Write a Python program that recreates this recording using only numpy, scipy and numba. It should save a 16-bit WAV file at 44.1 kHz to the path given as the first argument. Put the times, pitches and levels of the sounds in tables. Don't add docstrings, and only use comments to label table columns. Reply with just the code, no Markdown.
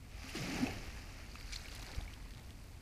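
import sys
import numpy as np
from scipy import signal
from scipy.fft import rfft, irfft, next_fast_len
from scipy.io import wavfile
from scipy.ndimage import uniform_filter1d
from numba import njit

SR = 44100
rng = np.random.default_rng(int(sys.argv[2]) if len(sys.argv) > 2 else 0)


def digitize_waveform(pressure):
    field = np.atleast_2d(pressure).T
    bounded = np.clip(field, -1, 1)
    quanta = np.round(bounded * 32767).astype(np.int16)
    wavfile.write(sys.argv[1], SR, quanta)


N = 123921
T = np.arange(N) / SR


def undb(db):
    return 10 ** (np.asarray(db) / 20)


def curve(rows):
    time_s, level_db = np.array(rows).T
    return undb(np.interp(T, time_s, level_db))


def colour(x, points):
    hz, db = np.array(points).T
    size = next_fast_len(2 * N)
    f = np.maximum(np.arange(size // 2 + 1) * SR / size, 1)
    octaves_below = np.maximum(np.log2(hz[0] / f), 0)
    octaves_above = np.maximum(np.log2(f / hz[-1]), 0)
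    response_db = np.interp(np.log(f), np.log(hz), db) - 20 * (octaves_below + octaves_above)
    cepstrum = irfft(np.log(undb(response_db)), size)
    cepstrum[1:size // 2] *= 2
    cepstrum[size // 2 + 1:] = 0
    y = irfft(rfft(x, size) * np.exp(rfft(cepstrum)), size)[:N]
    return y / y.std()


def walk(rate):
    hold = max(int(SR / rate), 2)
    steps = np.repeat(rng.standard_normal(N // hold + 1), hold)
    return 1.3 * uniform_filter1d(uniform_filter1d(steps, hold), hold)[:N]


def burst(start, swell, decay):
    age = np.maximum(T - start, 0)
    rise = np.sin(np.pi / 2 * np.minimum(age / swell, 1)) ** 2
    return rise * np.exp(-np.maximum(age - swell, 0) / decay)


def bubble(start, hz, swell, decay, glide):
    age = np.maximum(T - start, 0)
    pitch = hz * 2 ** (glide * np.minimum(age, swell + 2 * decay))
    return burst(start, swell, decay) * np.sin(2 * np.pi * np.cumsum(pitch * (age > 0)) / SR)


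@njit
def ring(starts, hz, cycles, sizes, rise):
    out = np.zeros(N)
    for k in range(len(starts)):
        length, first, phase = cycles[k] * SR / hz[k], int(starts[k]), 0.
        for i in range(min(int(length), N - first)):
            u = i / length
            phase += 2 * np.pi * hz[k] * (1 + rise * u) / SR
            out[first + i] += sizes[k] * np.exp(-5 * u) * np.sin(phase)
    return out


def cloud(points, lo_hz, hi_hz, cycles, spread_db, rise, blur, count):
    when, pitch, life, size = rng.random((count, 4)).T
    hz = lo_hz * (hi_hz / lo_hz) ** pitch
    sizes = hz * undb(-spread_db * np.log(1 - .985 * size))
    lives = cycles * 2 ** (2 * life - 1)
    grains = ring(when * N, hz, lives, sizes, float(rise))
    return colour(grains / grains.std() + blur * rng.standard_normal(N), points)


# frequency_hz, density_db (per Hz)
SEA_SPECTRUM = [(200, 3), (800, 4), (1100, 3), (2400, -12), (3300, -1.5), (5000, -8.5), (8000, -4.5),
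                (13000, -9.5), (15500, -13)]
SEA_DB = -67


def sea():
    hiss = colour(rng.standard_normal(N), SEA_SPECTRUM)
    return undb(SEA_DB + .5 * walk(4.6)) * hiss


# frequency_hz, density_db (per Hz)
RUMBLE_SPECTRUM = [(15, -2), (28, -5), (45, 2.5), (70, -3), (105, -6), (135, -13.5), (190, -17), (260, -17),
                   (340, -24), (1000, -43), (4000, -85)]
RUMBLE_DB = -49.5


def rumble():
    return undb(RUMBLE_DB) * colour(rng.standard_normal(N), RUMBLE_SPECTRUM)


# frequency_hz, density_db (per Hz)
CHURN_SPECTRUM = [(50, -18), (90, -6), (170, -4), (280, -7), (380, -9), (520, -16.5), (800, -18)]
THUMP_S, THUMP_HZ, THUMP_WIDTH_S = 1.985, 63.5, 0.0024
THUMP_DB, THUMP_SLOSH_DB = -30.5, -52


def thump():
    age = T - THUMP_S
    pulse = -np.cos(2 * np.pi * THUMP_HZ * age) / np.cosh(age / THUMP_WIDTH_S)
    slosh_envelope = burst(THUMP_S - THUMP_WIDTH_S, THUMP_WIDTH_S, 0.02)
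    slosh = colour(rng.standard_normal(N), CHURN_SPECTRUM) * slosh_envelope
    return undb(THUMP_DB) * pulse + undb(THUMP_SLOSH_DB) * slosh


# frequency_hz, density_db (per Hz)
TICK_SPECTRUM = [(1200, -6), (2200, -2.5), (4200, 2.5), (6500, -8), (15000, -22.5)]
DROP_SWELL_S, TICK_DECAY_S = 0.00055, 0.002
TICK_SCATTER_OCT, SPLATTER_DB = 0.1, -11.5


def ticks(starts, levels_db):
    snap = colour(signal.unit_impulse(N), TICK_SPECTRUM)
    snap = snap / np.abs(snap).max()
    splatter = undb(SPLATTER_DB) * colour(rng.standard_normal(N), TICK_SPECTRUM)
    out = np.zeros(N)
    for start, db in zip(starts, levels_db):
        age = (T - start) * 2 ** (TICK_SCATTER_OCT * rng.standard_normal())
        tick = np.interp(age, T, snap, left=0) + splatter * burst(start, DROP_SWELL_S, TICK_DECAY_S)
        out += undb(db) * tick
    return out


# start_s, level_db (peak of the snap)
POP_EVENTS = [(1.4104, -40.5), (1.5417, -37), (1.5604, -38), (1.6852, -44), (1.7162, -41), (1.7265, -42),
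              (1.7499, -39), (1.7593, -37), (1.764, -40), (1.7953, -41), (1.826, -38), (1.8281, -40.5),
              (1.9163, -40), (1.9485, -37.5), (2.139, -39.5), (2.226, -47.5), (2.308, -41.5), (2.3367, -46),
              (2.3485, -43.5), (2.3733, -45), (2.38, -45.5), (2.3963, -47.5), (2.5061, -43)]


def pops():
    start_s, level_db = np.array(POP_EVENTS).T
    return ticks(start_s, level_db)


# start_s, pitch_hz (at the start), level_db (of the ringing), decay_s
DROP_EVENTS = [(.292, 2690, -38, 0.0028), (.623, 10000, -43.5, .001), (.6677, 2580, -33.5, 0.0031),
               (.7285, 12200, -50, 0.00092), (1.3547, 1220, -40, 0.0015), (1.356, 2540, -42, 0.0025),
               (1.4102, 2280, -46, 0.0026), (1.428, 4700, -44.5, .0015), (1.534, 5860, -36.5, 0.0012),
               (1.534, 2300, -39.5, 0.0033), (1.5615, 4340, -30.5, 0.0013), (1.5722, 5600, -42, .0007),
               (1.657, 2250, -39, 0.0016), (1.683, 2800, -42.5, 0.0021), (2.0108, 3700, -38, 0.00045),
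               (2.078, 2230, -45, 0.0051), (2.1353, 2940, -43, 0.00084)]
DROP_GLIDE, DROP_TICK_DB = 4.7, -8


def drops():
    ringing = sum(undb(db) * bubble(start, hz, DROP_SWELL_S, decay, DROP_GLIDE)
                  for start, hz, db, decay in DROP_EVENTS)
    start_s, _, level_db, _ = np.array(DROP_EVENTS).T
    return ringing + ticks(start_s, level_db + DROP_TICK_DB)


# start_s, level_db, swell_s, decay_s
SPRAY_EVENTS = [(.33, -51, 0.058, 0.046), (.349, -47, .003, 0.009), (1.520, -43.5, 0.0083, 0.018),
                (1.556, -43.5, 0.0042, 0.0033)]
# frequency_hz, density_db (per Hz)
SPRAY_SPECTRUM = [(900, -25), (1700, -3), (2300, 3), (3200, -1), (4400, 6.5), (6100, 1), (7500, -3),
                  (9800, -8.5), (15500, -17)]


def spray():
    droplets = cloud(SPRAY_SPECTRUM, 1560, 10100, cycles=8, spread_db=3.5, rise=0.095, blur=0.16, count=14000)
    return droplets * sum(undb(db) * burst(start, swell, decay) for start, db, swell, decay in SPRAY_EVENTS)


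# time_s, level_db
PATTER_LEVEL = [(0, -91), (.3, -59.5), (.7, -70.5), (1.1, -73), (1.45, -71), (1.78, -60.5), (2.0, -65),
                (2.2, -71), (2.8, -74)]
# frequency_hz, density_db (per Hz)
PATTER_SPECTRUM = [(1500, -15), (2400, 8), (3300, 2.5), (4600, 2), (7500, -2.5), (10200, -3), (13000, -5.5),
                   (15500, -14)]


def patter():
    droplets = cloud(PATTER_SPECTRUM, 3100, 16200, cycles=5, spread_db=2.7, rise=0, blur=0.4, count=1100)
    return droplets * curve(PATTER_LEVEL)


# time_s, level_db
FIZZ_LEVEL = [(0, -84), (.8, -67), (1.15, -66.5), (1.42, -61), (1.52, -55), (1.62, -56.5), (1.8, -58),
              (1.95, -57), (2.06, -65), (2.35, -71), (2.8, -72)]
GURGLE_LEVEL = [(0, -79), (.8, -59), (1.4, -66), (1.76, -59.5), (1.94, -55), (2.07, -61), (2.2, -63.5),
                (2.42, -64), (2.6, -70), (2.8, -68)]
# frequency_hz, density_db (per Hz)
FIZZ_SPECTRUM = [(500, -24), (1050, -9.5), (1400, 0.5), (2300, 1), (2800, -3.5), (3250, -10.5), (3900, -1),
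                 (4650, 4), (5500, -4), (6200, -3.5), (7500, -10.5), (15500, -21)]
GURGLE_SPECTRUM = [(150, 5.5), (280, -1), (500, -1.5), (800, 0), (1050, -3), (1400, -3.5), (2200, -0.5),
                   (3300, -14), (6000, -37)]
FLUTTER_DB = .8


def swash():
    fizz = cloud(FIZZ_SPECTRUM, 936, 14200, cycles=13, spread_db=2.5, rise=0.088, blur=.2, count=7000)
    gurgle = cloud(GURGLE_SPECTRUM, 252, 3930, cycles=7.7, spread_db=3, rise=0.3, blur=0.17, count=2800)
    flutter = undb(FLUTTER_DB * walk(54.8))
    return (fizz * curve(FIZZ_LEVEL) + gurgle * curve(GURGLE_LEVEL)) * flutter


# start_s, pitch_hz (at the start), level_db, swell_s, decay_s, glide_octaves_per_s
POCKET_EVENTS = [(.236, 253.3, -48, 0.012, 0.042, 1.5), (.347, 351, -36.5, 0.007, 0.0096, -8),
                 (0.364, 234, -38.5, 0.011, 0.0093, 1), (0.388, 130, -39.5, 0.022, 0.015, 6.5),
                 (.428, 172, -39, 0.0065, 0.032, 2), (.487, 241, -38.5, 0.015, .02, 5.5),
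                 (.578, 171, -40.5, 0.019, 0.016, 1), (.588, 270, -41, .018, 0.013, 2),
                 (0.613, 234.8, -26, 0.022, 0.011, 5), (0.672, 84, -40.5, 0.016, 0.035, 3.5)]
POCKET_TEAR_DB = 1.3


def pockets():
    boom = sum(undb(db) * bubble(start, hz, swell, decay, glide)
               for start, hz, db, swell, decay, glide in POCKET_EVENTS)
    return boom * undb(POCKET_TEAR_DB * walk(150))


# frequency_hz, density_db (per Hz)
PLUNGE_SPECTRUM = [(200, -8), (320, 2.5), (520, -1.5), (820, 4), (1030, -12.5), (1250, -16), (2000, -14)]
PLUNGE_S, PLUNGE_SWELL_S, PLUNGE_DECAY_S, PLUNGE_DB = 0.464, 0.22, 0.035, -46.5


def plunge():
    bubbles = cloud(PLUNGE_SPECTRUM, 256, 2000, cycles=6.9, spread_db=-1.5, rise=.15, blur=0.32, count=5000)
    return bubbles * undb(PLUNGE_DB) * burst(PLUNGE_S, PLUNGE_SWELL_S, PLUNGE_DECAY_S)


# time_s, level_db
CHURN_LEVEL = [(0, -102), (.33, -65), (.39, -46.5), (.5, -46.5), (.64, -44.5), (.72, -50.5), (.8, -53),
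               (1, -67), (2.8, -82)]


def churn():
    bubbles = cloud(CHURN_SPECTRUM, 72, 820, cycles=8, spread_db=1.5, rise=0.24, blur=.25, count=1500)
    return bubbles * curve(CHURN_LEVEL)


# time_s, level_db
RUSH_LEVEL = [(0, -67.5), (.1, -64), (.22, -54.5), (.32, -51), (.36, -46), (.46, -46.5), (.58, -45),
              (.67, -46.5), (.76, -53), (.95, -56.5), (1.3, -61), (2.8, -70)]
# frequency_hz, density_db (per Hz)
RUSH_SPECTRUM = [(280, -17), (420, -3.5), (830, -3.5), (1030, -11.5), (1190, -2.5), (1400, -6.5),
                 (2050, -1), (2650, -1.5), (3000, -5), (3400, -12.5), (4200, -8), (4700, -6), (5400, -7.5),
                 (7100, -14), (7910, -21.5), (10200, -20.5), (11800, -27), (12900, -21), (15500, -35)]
RUSH_GRAIN_DB = 1.0


def breaker():
    rush = cloud(RUSH_SPECTRUM, 583, 16800, cycles=9.7, spread_db=2.5, rise=0.22, blur=0.46, count=30000)
    return rush * curve(RUSH_LEVEL) * undb(RUSH_GRAIN_DB * walk(130))


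def scene():
    background = sea() + rumble() + thump()
    close_by = pops() + drops() + spray()
    run_up = patter() + swash()
    wave = pockets() + plunge() + churn() + breaker()
    return (background + close_by + run_up + wave)[None]


TOP_HZ = 15350


def record(dry):
    return signal.sosfilt(signal.ellip(10, .2, 70, TOP_HZ, fs=SR, output="sos"), dry)


dry = scene()
out = record(dry)
digitize_waveform(out)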